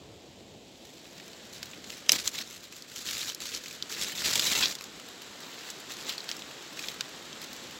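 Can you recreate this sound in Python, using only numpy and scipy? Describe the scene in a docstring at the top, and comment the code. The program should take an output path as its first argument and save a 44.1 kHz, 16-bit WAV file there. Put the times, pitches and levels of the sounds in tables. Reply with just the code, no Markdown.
"""Feet shifting on a pebble bank as someone stands up from a crouch, a stream rushing nearby.
Stones knock and ring, gravel sticks and slips under the soles, the bed thuds under the weight.
Splashes make the stream's hiss, tumbling water its murmur; moving air rumbles faintly.
The microphone rises, so the water opens up and the dip from the ground echo slides down."""
import sys
import numpy as np
from scipy import signal
from scipy.fft import rfft, irfft
from scipy.io import wavfile
from scipy.ndimage import uniform_filter1d

SR = 44100
rng = np.random.default_rng(int(sys.argv[2]) if len(sys.argv) > 2 else 0)


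def waveform_to_disk(signal):
    """Save audio, clipped to [-1, 1], as 16-bit WAV at the path in sys.argv[1]."""
    frames = np.transpose(np.atleast_2d(signal))
    scaled = np.clip(frames, -1, 1) * 32767
    samples = np.round(scaled).astype(np.int16)
    wavfile.write(sys.argv[1], SR, samples)


N = 343539
TIME_S = np.arange(N) / SR
FIRST_MOVE_S, FADE_IN_S = 0.6, 0.35
CREEP_PEBBLES_DB, CREEP_SAND_DB = -58.5, -64.5  # resting levels between scrapes

# Air at the microphone. Each row: time in seconds, level in dB.
AIR_LEVELS = [(0, -57), (.35, -60), (.7, -63.5), (1.3, -74), (1.7, -59.5), (2.0, -70), (7.3, -76),
              (7.7, -66)]
# Stream. Each row: time in seconds, relative hiss in dB, relative murmur in dB.
STREAM_LEVELS = [(0, -57, -53), (.8, -56.5, -54), (1.4, -52.5, -53.5), (2.02, -52, -53), (2.68, -56, -58.5),
                 (3.8, -49.5, -54.5), (5.15, -50, -55), (5.65, -48, -53), (6.55, -47.5, -54),
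                 (7.68, -47.5, -51.5)]
# Ground echo cancellation. Each row: time in seconds, dip centre in Hz, depth in dB.
GROUND_DIPS = [(0, 1500, 3.5), (.65, 1390, 9), (1.1, 1270, 4), (1.6, 980, 2.5), (2.6, 830, 4),
               (3.7, 850, 6), (4.3, 930, 4), (5.2, 760, 1.5), (7.7, 740, 2.5)]
# Weight settling. Each row: start, rise and hold in seconds, relative level in dB.
TREADS = [(2.09, 0.044, 0.022, -42), (2.31, .04, 0.063, -53), (3.88, 0.048, 0.3, -54.5),
          (4.22, 0.025, 0.45, -47.5), (6.01, 0.054, 0.015, -45.5), (6.8, 0.057, .05, -53)]
# A faint high rustle, then sole scrapes.
# Each row: start, rise and hold in seconds, relative pebble and sand levels in dB.
RUSTLE_AND_SCRAPES = [(.68, .17, 0.057, -63, -63), (1.12, 0.021, 0.066, -53.5, -79),
                      (1.525, 0.008, 0.037, -48, -50), (1.6, 0.028, 0.095, -50.5, -74),
                      (1.82, 0.086, 0.075, -49, -55.5), (2.083, 0.006, .02, -45, -40.5),
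                      (2.118, 0.0084, 0.031, -28.5, -41), (2.18, 0.0081, 0.014, -44, -42.5),
                      (2.235, 0.031, 0.011, -35, -41.5), (2.315, 0.024, 0.074, -38.5, -49),
                      (2.43, 0.017, 0.12, -51, -53), (2.62, 0.015, 0.0081, -44.5, -59),
                      (2.7, 0.074, 0.028, -56, -54.5), (2.86, .11, 0.05, -45, -48.5),
                      (3.035, 0.028, 0.18, -39, -43.5), (3.25, 0.014, 0.041, -37, -45.5),
                      (3.4, 0.017, 0.088, -44, -48), (3.51, 0.027, 0.034, -41, -44),
                      (3.62, 0.013, 0.11, -48.5, -54.5), (3.89, 0.013, 0.081, -39.5, -48.5),
                      (3.975, 0.04, 0.021, -35, -38.5), (4.055, 0.021, 0.011, -30.5, -44.5),
                      (4.14, 0.028, 0.081, -36, -43.5), (4.235, .02, 0.058, -30.5, -37),
                      (4.32, 0.021, 0.098, -34, -37.5), (4.42, 0.04, .16, -29, -39.5),
                      (4.605, 0.032, 0.0086, -27, -53), (4.66, 0.013, 0.041, -34.5, -43),
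                      (5.4, 0.005, 0.2, -48, -76), (5.6, 0.035, 0.079, -45.5, -61),
                      (5.89, 0.019, 0.01, -40, -49), (5.96, .01, 0.057, -51.5, -52.5),
                      (6.02, 0.068, 0.039, -36, -56), (6.13, .02, 0.085, -53, -64),
                      (6.26, 0.042, 0.027, -41.5, -65), (6.76, 0.012, 0.14, -43.5, -55),
                      (7.4, 0.021, 0.022, -44, -65), (7.48, .02, 0.21, -54, -66)]
# Clearest stone knocks. Each row: start in seconds, relative level in dB, nominal clack centre in Hz,
# clack width in octaves, ring in Hz, t60 in seconds, relative bright crack in dB.
KNOCKS = [(1.055, -51, 2600, 0.43, 2800, 0.0088, -19), (1.1997, -46, 2770, 0.55, 2520, 0.016, -14),
          (1.332, -46.5, 3300, 0.5, 4500, 0.036, -20), (1.629, -34.5, 3800, 0.67, 4700, 0.022, -23),
          (1.7337, -44.5, 3020, 0.33, 2970, 0.03, -24), (1.8424, -42.5, 3760, 0.55, 2170, .028, -12),
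          (1.903, -37, 4300, 0.49, 3030, .01, -9), (2.0935, -13.5, 3800, 0.44, 5830, 0.0092, -18),
          (2.1192, -14, 5850, 0.68, 6200, 0.013, -1), (2.2766, -22.5, 5140, 0.48, 7000, 0.0065, -21),
          (2.823, -42, 5600, .45, 6300, 0.0081, -4), (2.96, -36.5, 4540, 0.71, 3110, 0.028, -8),
          (3.088, -34, 4400, .6, 4200, .02, -9), (3.1094, -33, 4860, 1, 5100, 0.034, -11),
          (3.3476, -34, 5140, 0.47, 4340, 0.0096, 1), (3.4038, -38, 4500, 0.8, 3960, 0.014, -5),
          (3.549, -33, 5240, 0.34, 6000, 0.011, -10), (3.6587, -37.5, 3680, .65, 3000, .05, -9),
          (3.7096, -40, 3830, .65, 2650, 0.033, -2), (3.825, -30, 4300, 0.23, 4380, 0.0036, -11),
          (3.925, -35, 3920, 0.53, 3000, 0.01, -7), (4.1199, -35, 3750, .8, 3070, 0.087, -7),
          (4.1523, -38, 3600, 0.87, 3080, 0.022, -5), (4.2596, -27.5, 3400, 1, 3900, 0.042, -20),
          (4.3342, -29, 5700, 0.43, 7450, .017, -15), (4.3558, -21, 4970, 0.55, 7900, 0.021, -17),
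          (4.3953, -21.5, 4350, 0.38, 3540, 0.015, -1), (4.4648, -22, 4800, 0.62, 4020, 0.17, -4),
          (4.552, -24.5, 4180, .4, 2710, 0.097, -13), (4.6252, -22.5, 3760, 0.28, 3900, 0.056, -29),
          (4.633, -21.5, 3580, 0.3, 3220, 0.073, -24), (4.657, -24, 4300, .25, 3780, 0.015, -20),
          (4.752, -35, 5100, 0.48, 3540, 0.018, -6), (4.787, -42.5, 4800, 0.41, 4150, .014, -16),
          (4.81, -39, 3400, 0.85, 1130, 0.0088, -19), (4.8402, -40, 5200, 0.69, 7100, .016, -11),
          (5.702, -36, 6800, 0.36, 7700, .015, -9), (6.0939, -28.5, 4080, 0.39, 4100, 0.035, -9),
          (6.1802, -34.5, 4300, 0.34, 3400, .013, -9.5), (6.2046, -38, 4530, 0.18, 4430, 0.0088, -24),
          (6.291, -33.5, 3960, 0.35, 4570, 0.0085, -23), (6.3147, -31.5, 4430, .45, 3530, 0.0045, -19),
          (6.421, -40.5, 4000, 0.39, 4480, 0.0088, -17), (6.792, -35.5, 3900, 0.52, 2500, 0.016, -5),
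          (6.8398, -38.5, 2670, .45, 2430, 0.022, -17), (6.8851, -31, 4030, 0.37, 5200, 0.0089, -9),
          (7.0086, -28, 3380, 0.63, 4320, 0.0068, -36), (7.3293, -41, 4330, 0.38, 7160, .012, -28)]
# Source spectra. Each row: frequency in Hz, relative density in dB.
AIR_SPECTRUM = [(25, -7), (55, -3.5), (110, 3.5), (200, -4), (500, -61)]
HISS_SPECTRUM = [(60, -33.5), (300, -2), (700, 1.5), (1100, 0.5), (1800, 0), (2250, -1.5), (3000, 0.5),
                 (3800, 1.5), (4600, -1.5), (6000, -5.5), (7600, -4), (10000, -12), (16000, -18.5)]
MURMUR_SPECTRUM = [(30, -25), (55, -8), (90, -11), (150, -1.5), (250, 2), (350, 1), (500, -1), (700, -5.5),
                   (1000, -16), (2000, -45)]
BED_SPECTRUM = [(30, -31), (60, -40), (120, -4.5), (250, 1.5), (400, -2.5), (700, -4), (1200, -13.5),
                (2500, -41)]
SAND_SPECTRUM = [(1500, -4.5), (4000, 3), (7000, 4), (9500, -1), (12000, -1.5), (16000, -13.5)]
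PEBBLE_SPECTRUM = [(50, -56), (200, -29), (600, -13), (1000, -4.5), (1450, -4), (2000, -2), (3000, -1),
                   (3950, 4), (5000, -2), (7500, -5), (10000, -11.5), (16000, -7.5)]
# Microphone response. Each row: frequency in Hz, gain in dB.
MIC_RESPONSE = [(30, -28), (42, -15), (55, 0), (7600, -1.5), (8100, -5), (8700, -12), (10000, -8.5),
                (12000, -5.5), (16000, -4)]


def amp(db):
    """Decibels to gain."""
    return 10 ** (np.asarray(db) / 20)


def unit_rms(x):
    """Scales to rms 1."""
    return x / np.sqrt(np.mean(x ** 2) + 1e-20)


def add(mix, start_s, sound):
    """Mixes a sound in place."""
    part = mix[round(start_s * SR):][:len(sound)]
    part += sound[:len(part)]


def follow(rows, column, t=TIME_S):
    """One table column, interpolated over time."""
    rows = np.asarray(rows)
    return np.interp(t, rows[:, 0], rows[:, column])


def minimum_phase(db):
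    """Sharpest-starting impulse response with this spectrum."""
    log_gain = np.log(amp(np.concatenate([db, db[-2:0:-1]])))
    return np.fft.ifft(np.exp(np.conj(signal.hilbert(log_gain)))).real


def coloured(x, spectrum, size=2048):
    """Filters by a spectrum table without blurring attacks."""
    table_hz, table_db = np.transpose(spectrum)
    hz = np.fft.rfftfreq(size, 1 / SR)
    db = np.interp(np.log(hz + 1), np.log(table_hz + 1), table_db)
    return signal.oaconvolve(x, minimum_phase(db))[:N]


def wander(rate_hz):
    """Random drift of rms 1, up to about this rate."""
    hz = np.fft.rfftfreq(N, 1 / SR)
    return unit_rms(irfft(rfft(rng.standard_normal(N)) / (1 + (hz / rate_hz) ** 4), N))


def clicks(per_s, spread_db):
    """Random impulses of either sign, many small, a few large."""
    strength = amp(spread_db * np.minimum(rng.exponential(1, N), 3.5))
    return strength * rng.choice([-1, 1], N) * (rng.random(N) < per_s / SR)


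def pushes_db(rows, column, rest_db, release_db_per_s=432):
    """Level of pushes over a resting level: each builds, holds and dies away."""
    power = np.full(N, amp(rest_db) ** 2)
    t = np.arange(SR) / SR
    for row in rows:
        start_s, rise_s, hold_s = row[:3]
        attack = np.minimum(t / max(rise_s, 1 / SR), 1)
        release = amp(-release_db_per_s * np.maximum(t - rise_s - hold_s, 0))
        add(power, start_s, (amp(row[column]) * attack * release) ** 2)
    return 10 * np.log10(power)


def scatter(t60_s, size=4096):
    """Dying reflections off nearby stones, energy 1."""
    tail = rng.standard_normal(size) * amp(-60 * np.arange(size) / SR / t60_s)
    return tail / np.linalg.norm(tail)


def bank_reflections(x, wet_db=-10, t60_s=0.026, count=5):
    """Adds short echoes off the stones; their pattern shifts as feet and microphone move."""
    paths = np.array([wander(rate_hz=13.5) for _ in range(count)])
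    paths /= np.linalg.norm(paths, axis=0)
    return x + amp(wet_db) * sum(signal.oaconvolve(x * path, scatter(t60_s))[:N] for path in paths)


def ground_dip(x, width_oct=0.36, size=1024):
    """The ground echo cancels one band, lower as the microphone rises."""
    hz, t, spectra = signal.stft(x, SR, nperseg=size)
    offset = np.log2((hz[:, None] + 1) / follow(GROUND_DIPS, 1, t)) / width_oct
    cut_db = follow(GROUND_DIPS, 2, t) * np.exp(-offset ** 2 / 2)
    return signal.istft(spectra * amp(-cut_db), SR, nperseg=size)[1][:N]


def air():
    """Faint, lumpy rumble of moving air."""
    rumble = unit_rms(coloured(rng.standard_normal(N), AIR_SPECTRUM, size=8192))
    return rumble * amp(follow(AIR_LEVELS, 1) + 3.6 * wander(rate_hz=12))


def stream(hiss_gain_db=3):
    """Countless small splashes hiss; tumbling water murmurs."""
    splashes = unit_rms(clicks(per_s=5000, spread_db=5.5))
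    hiss = unit_rms(coloured(rng.standard_normal(N) + 0.63 * splashes, HISS_SPECTRUM))
    murmur = unit_rms(coloured(rng.standard_normal(N), MURMUR_SPECTRUM))
    hiss_db = follow(STREAM_LEVELS, 1) + hiss_gain_db + 0.5 * wander(rate_hz=84)
    murmur_db = follow(STREAM_LEVELS, 2) + 1.2 * wander(rate_hz=27)
    return hiss * amp(hiss_db) + murmur * amp(murmur_db)


def bed_thuds(gain_db=1):
    """Buried stones bump dully under the weight."""
    bumps = unit_rms(coloured(clicks(per_s=600, spread_db=3), BED_SPECTRUM))
    return bumps * amp(pushes_db(TREADS, 3, rest_db=-65) + gain_db)


def stick_slip(pressure, slip_s=0.0013, creep=1.68):
    """Envelope of sliding: jerks over a steady creep, crowding and evening out under load."""
    age = np.arange(1024) / SR / slip_s
    onsets = abs(clicks(per_s=300 * pressure, spread_db=1.5))
    jerks = signal.oaconvolve(onsets, age * np.exp(-age))[:N]
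    return unit_rms(creep + unit_rms(jerks / pressure ** 0.8))


def pebble_ticks(per_s, t60_s=0.0094, spread_db=4, candidates=12000, size=400):
    """Each pebble ticks at its own pitch, damped at once by its neighbours."""
    when, chance, pitch, strength, phase = rng.random((candidates, 5)).T
    onset = (when * (N - size)).astype(int)
    struck = chance < per_s[onset] * N / SR / candidates
    t = np.arange(size) / SR
    hz = 900 + 8100 * pitch[struck, None]
    peak_db = spread_db * np.minimum(-np.log(1 - strength[struck, None]), 3)
    ticks = amp(peak_db - 60 * t / t60_s) * np.sin(2 * np.pi * (hz * t + phase[struck, None]))
    return np.bincount((onset[struck, None] + np.arange(size)).ravel(), ticks.ravel(), N)


def grinding(load_db, sand_db, sand_gain_db=7, tick_share=0.19, patchy_db=2, size=128):
    """Gravel sticks and slips in clumps of scratches, pebble ticks and sand."""
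    pressure = amp(0.35 * (load_db + 33))  # more stones move as the foot bears down
    slips = stick_slip(pressure)
    ticks = unit_rms(pebble_ticks(per_s=1100 * pressure) / np.sqrt(pressure))
    scratches = unit_rms(clicks(per_s=5500 * pressure, spread_db=3.5) / np.sqrt(pressure))
    contacts = np.sqrt(tick_share) * ticks + np.sqrt(1 - tick_share) * scratches
    # Each slip moves other stones, so the colour varies.
    spectra = signal.stft(contacts, nperseg=size)[2]
    patches = uniform_filter1d(rng.standard_normal(spectra.shape), size=5, axis=0)
    patches = unit_rms(uniform_filter1d(patches, size=4, axis=1))
    contacts = signal.istft(spectra * amp(patchy_db * patches), nperseg=size)[1][:N]
    pebbles = unit_rms(coloured(contacts, PEBBLE_SPECTRUM)) * amp(load_db)
    grains = clicks(per_s=9000, spread_db=6)
    sand = unit_rms(coloured(grains, SAND_SPECTRUM)) * amp(sand_db + sand_gain_db)
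    fade_in = np.clip((TIME_S - FIRST_MOVE_S) / FADE_IN_S, 0, 1)
    return fade_in * slips * (pebbles + sand)


def knock(centre_hz, width_oct, ring_hz, t60_s, crack_db, ring_db=-7, body_db=-18, size=2048):
    """Rough faces bite in a burst of tiny contacts, coloured by stone size; the gap between rings."""
    t, hz = np.arange(size) / SR, np.fft.rfftfreq(size, 1 / SR)
    age = t / (0.063 * t60_s)
    bite = rng.choice([-1, 1], size) * np.sqrt(age) * np.exp(-age)
    rattle = 0.71 * scatter(2.1 * t60_s, size)
    contact = bite / np.linalg.norm(bite) + rattle
    contact[0] += 0.4  # clean first touch
    hump = np.exp(-(np.log2((hz + 20) / centre_hz) / width_oct) ** 2 / 4)
    crack = amp(crack_db - 7) * hz ** 2 / (hz ** 2 + 6000 ** 2)
    body = amp(body_db) * np.exp(-np.log2((hz + 20) / 1300) ** 2 / 2)
    colour_db = 20 * np.log10(hump + crack + body + 0.00058)
    clack = signal.fftconvolve(contact, minimum_phase(colour_db))[:size]
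    ring = np.sin(2 * np.pi * ring_hz * t) * amp(-60 * t / t60_s)
    sound = unit_rms(clack) + amp(ring_db) * unit_rms(ring)
    return sound / np.sqrt(np.sum(sound ** 2) / (0.006 * SR))  # energy of 6 ms at rms 1


def stray_stones(load_db, per_s=10, base_db=-47, spread_db=7):
    """Small stones slip and click at random, harder under load."""
    out = np.zeros(N)
    first_s = FIRST_MOVE_S + FADE_IN_S
    span_s = N / SR - first_s
    for when, strength, stone, gap in rng.uniform(-0.92, 1, (int(per_s * span_s), 4)):
        start_s = first_s + span_s * (when + 1) / 2
        push_db = np.interp(start_s, TIME_S, load_db) - CREEP_PEBBLES_DB
        level_db = base_db + spread_db * strength + 0.27 * push_db
        centre_hz = 4060 * 2 ** (0.62 * stone)
        ring_hz = centre_hz * 2 ** (0.24 * gap)
        click = knock(centre_hz, width_oct=0.97, ring_hz=ring_hz, t60_s=0.029, crack_db=-14)
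        add(out, start_s, amp(level_db) * click)
    return out


def tipping_stones(gain_db=2, centre_ratio=0.98):
    """Single stones tip over and strike their neighbours."""
    out = np.zeros(N)
    for start_s, level_db, centre_hz, width_oct, ring_hz, t60_s, crack_db in KNOCKS:
        hit = knock(centre_hz * centre_ratio, max(width_oct, 0.2), ring_hz, max(t60_s, 0.004), crack_db)
        add(out, start_s, amp(level_db + gain_db) * hit)
    return out


def scene():
    """Feet, stream and air over the pebble bank, mono."""
    uneven_db = 0.7 * wander(rate_hz=22)  # a push is never quite steady
    load_db = pushes_db(RUSTLE_AND_SCRAPES, 3, rest_db=CREEP_PEBBLES_DB) + uneven_db
    sand_db = pushes_db(RUSTLE_AND_SCRAPES, 4, rest_db=CREEP_SAND_DB) + uneven_db
    feet = tipping_stones() + grinding(load_db, sand_db) + stray_stones(load_db)
    return ground_dip(bank_reflections(feet) + bed_thuds() + stream() + air())[None]


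def record(dry, clip_level=0.85, cutoff_hz=15950):
    """Small microphone: a step down in the top octave, overload clipping, band limit."""
    heard = np.clip(coloured(dry[0], MIC_RESPONSE, size=8192), -clip_level, clip_level)
    lowpass = signal.firwin(401, cutoff_hz, window=("kaiser", 8), fs=SR)
    return signal.oaconvolve(heard, lowpass, "same")[None]


dry = scene()
out = record(dry)
waveform_to_disk(out)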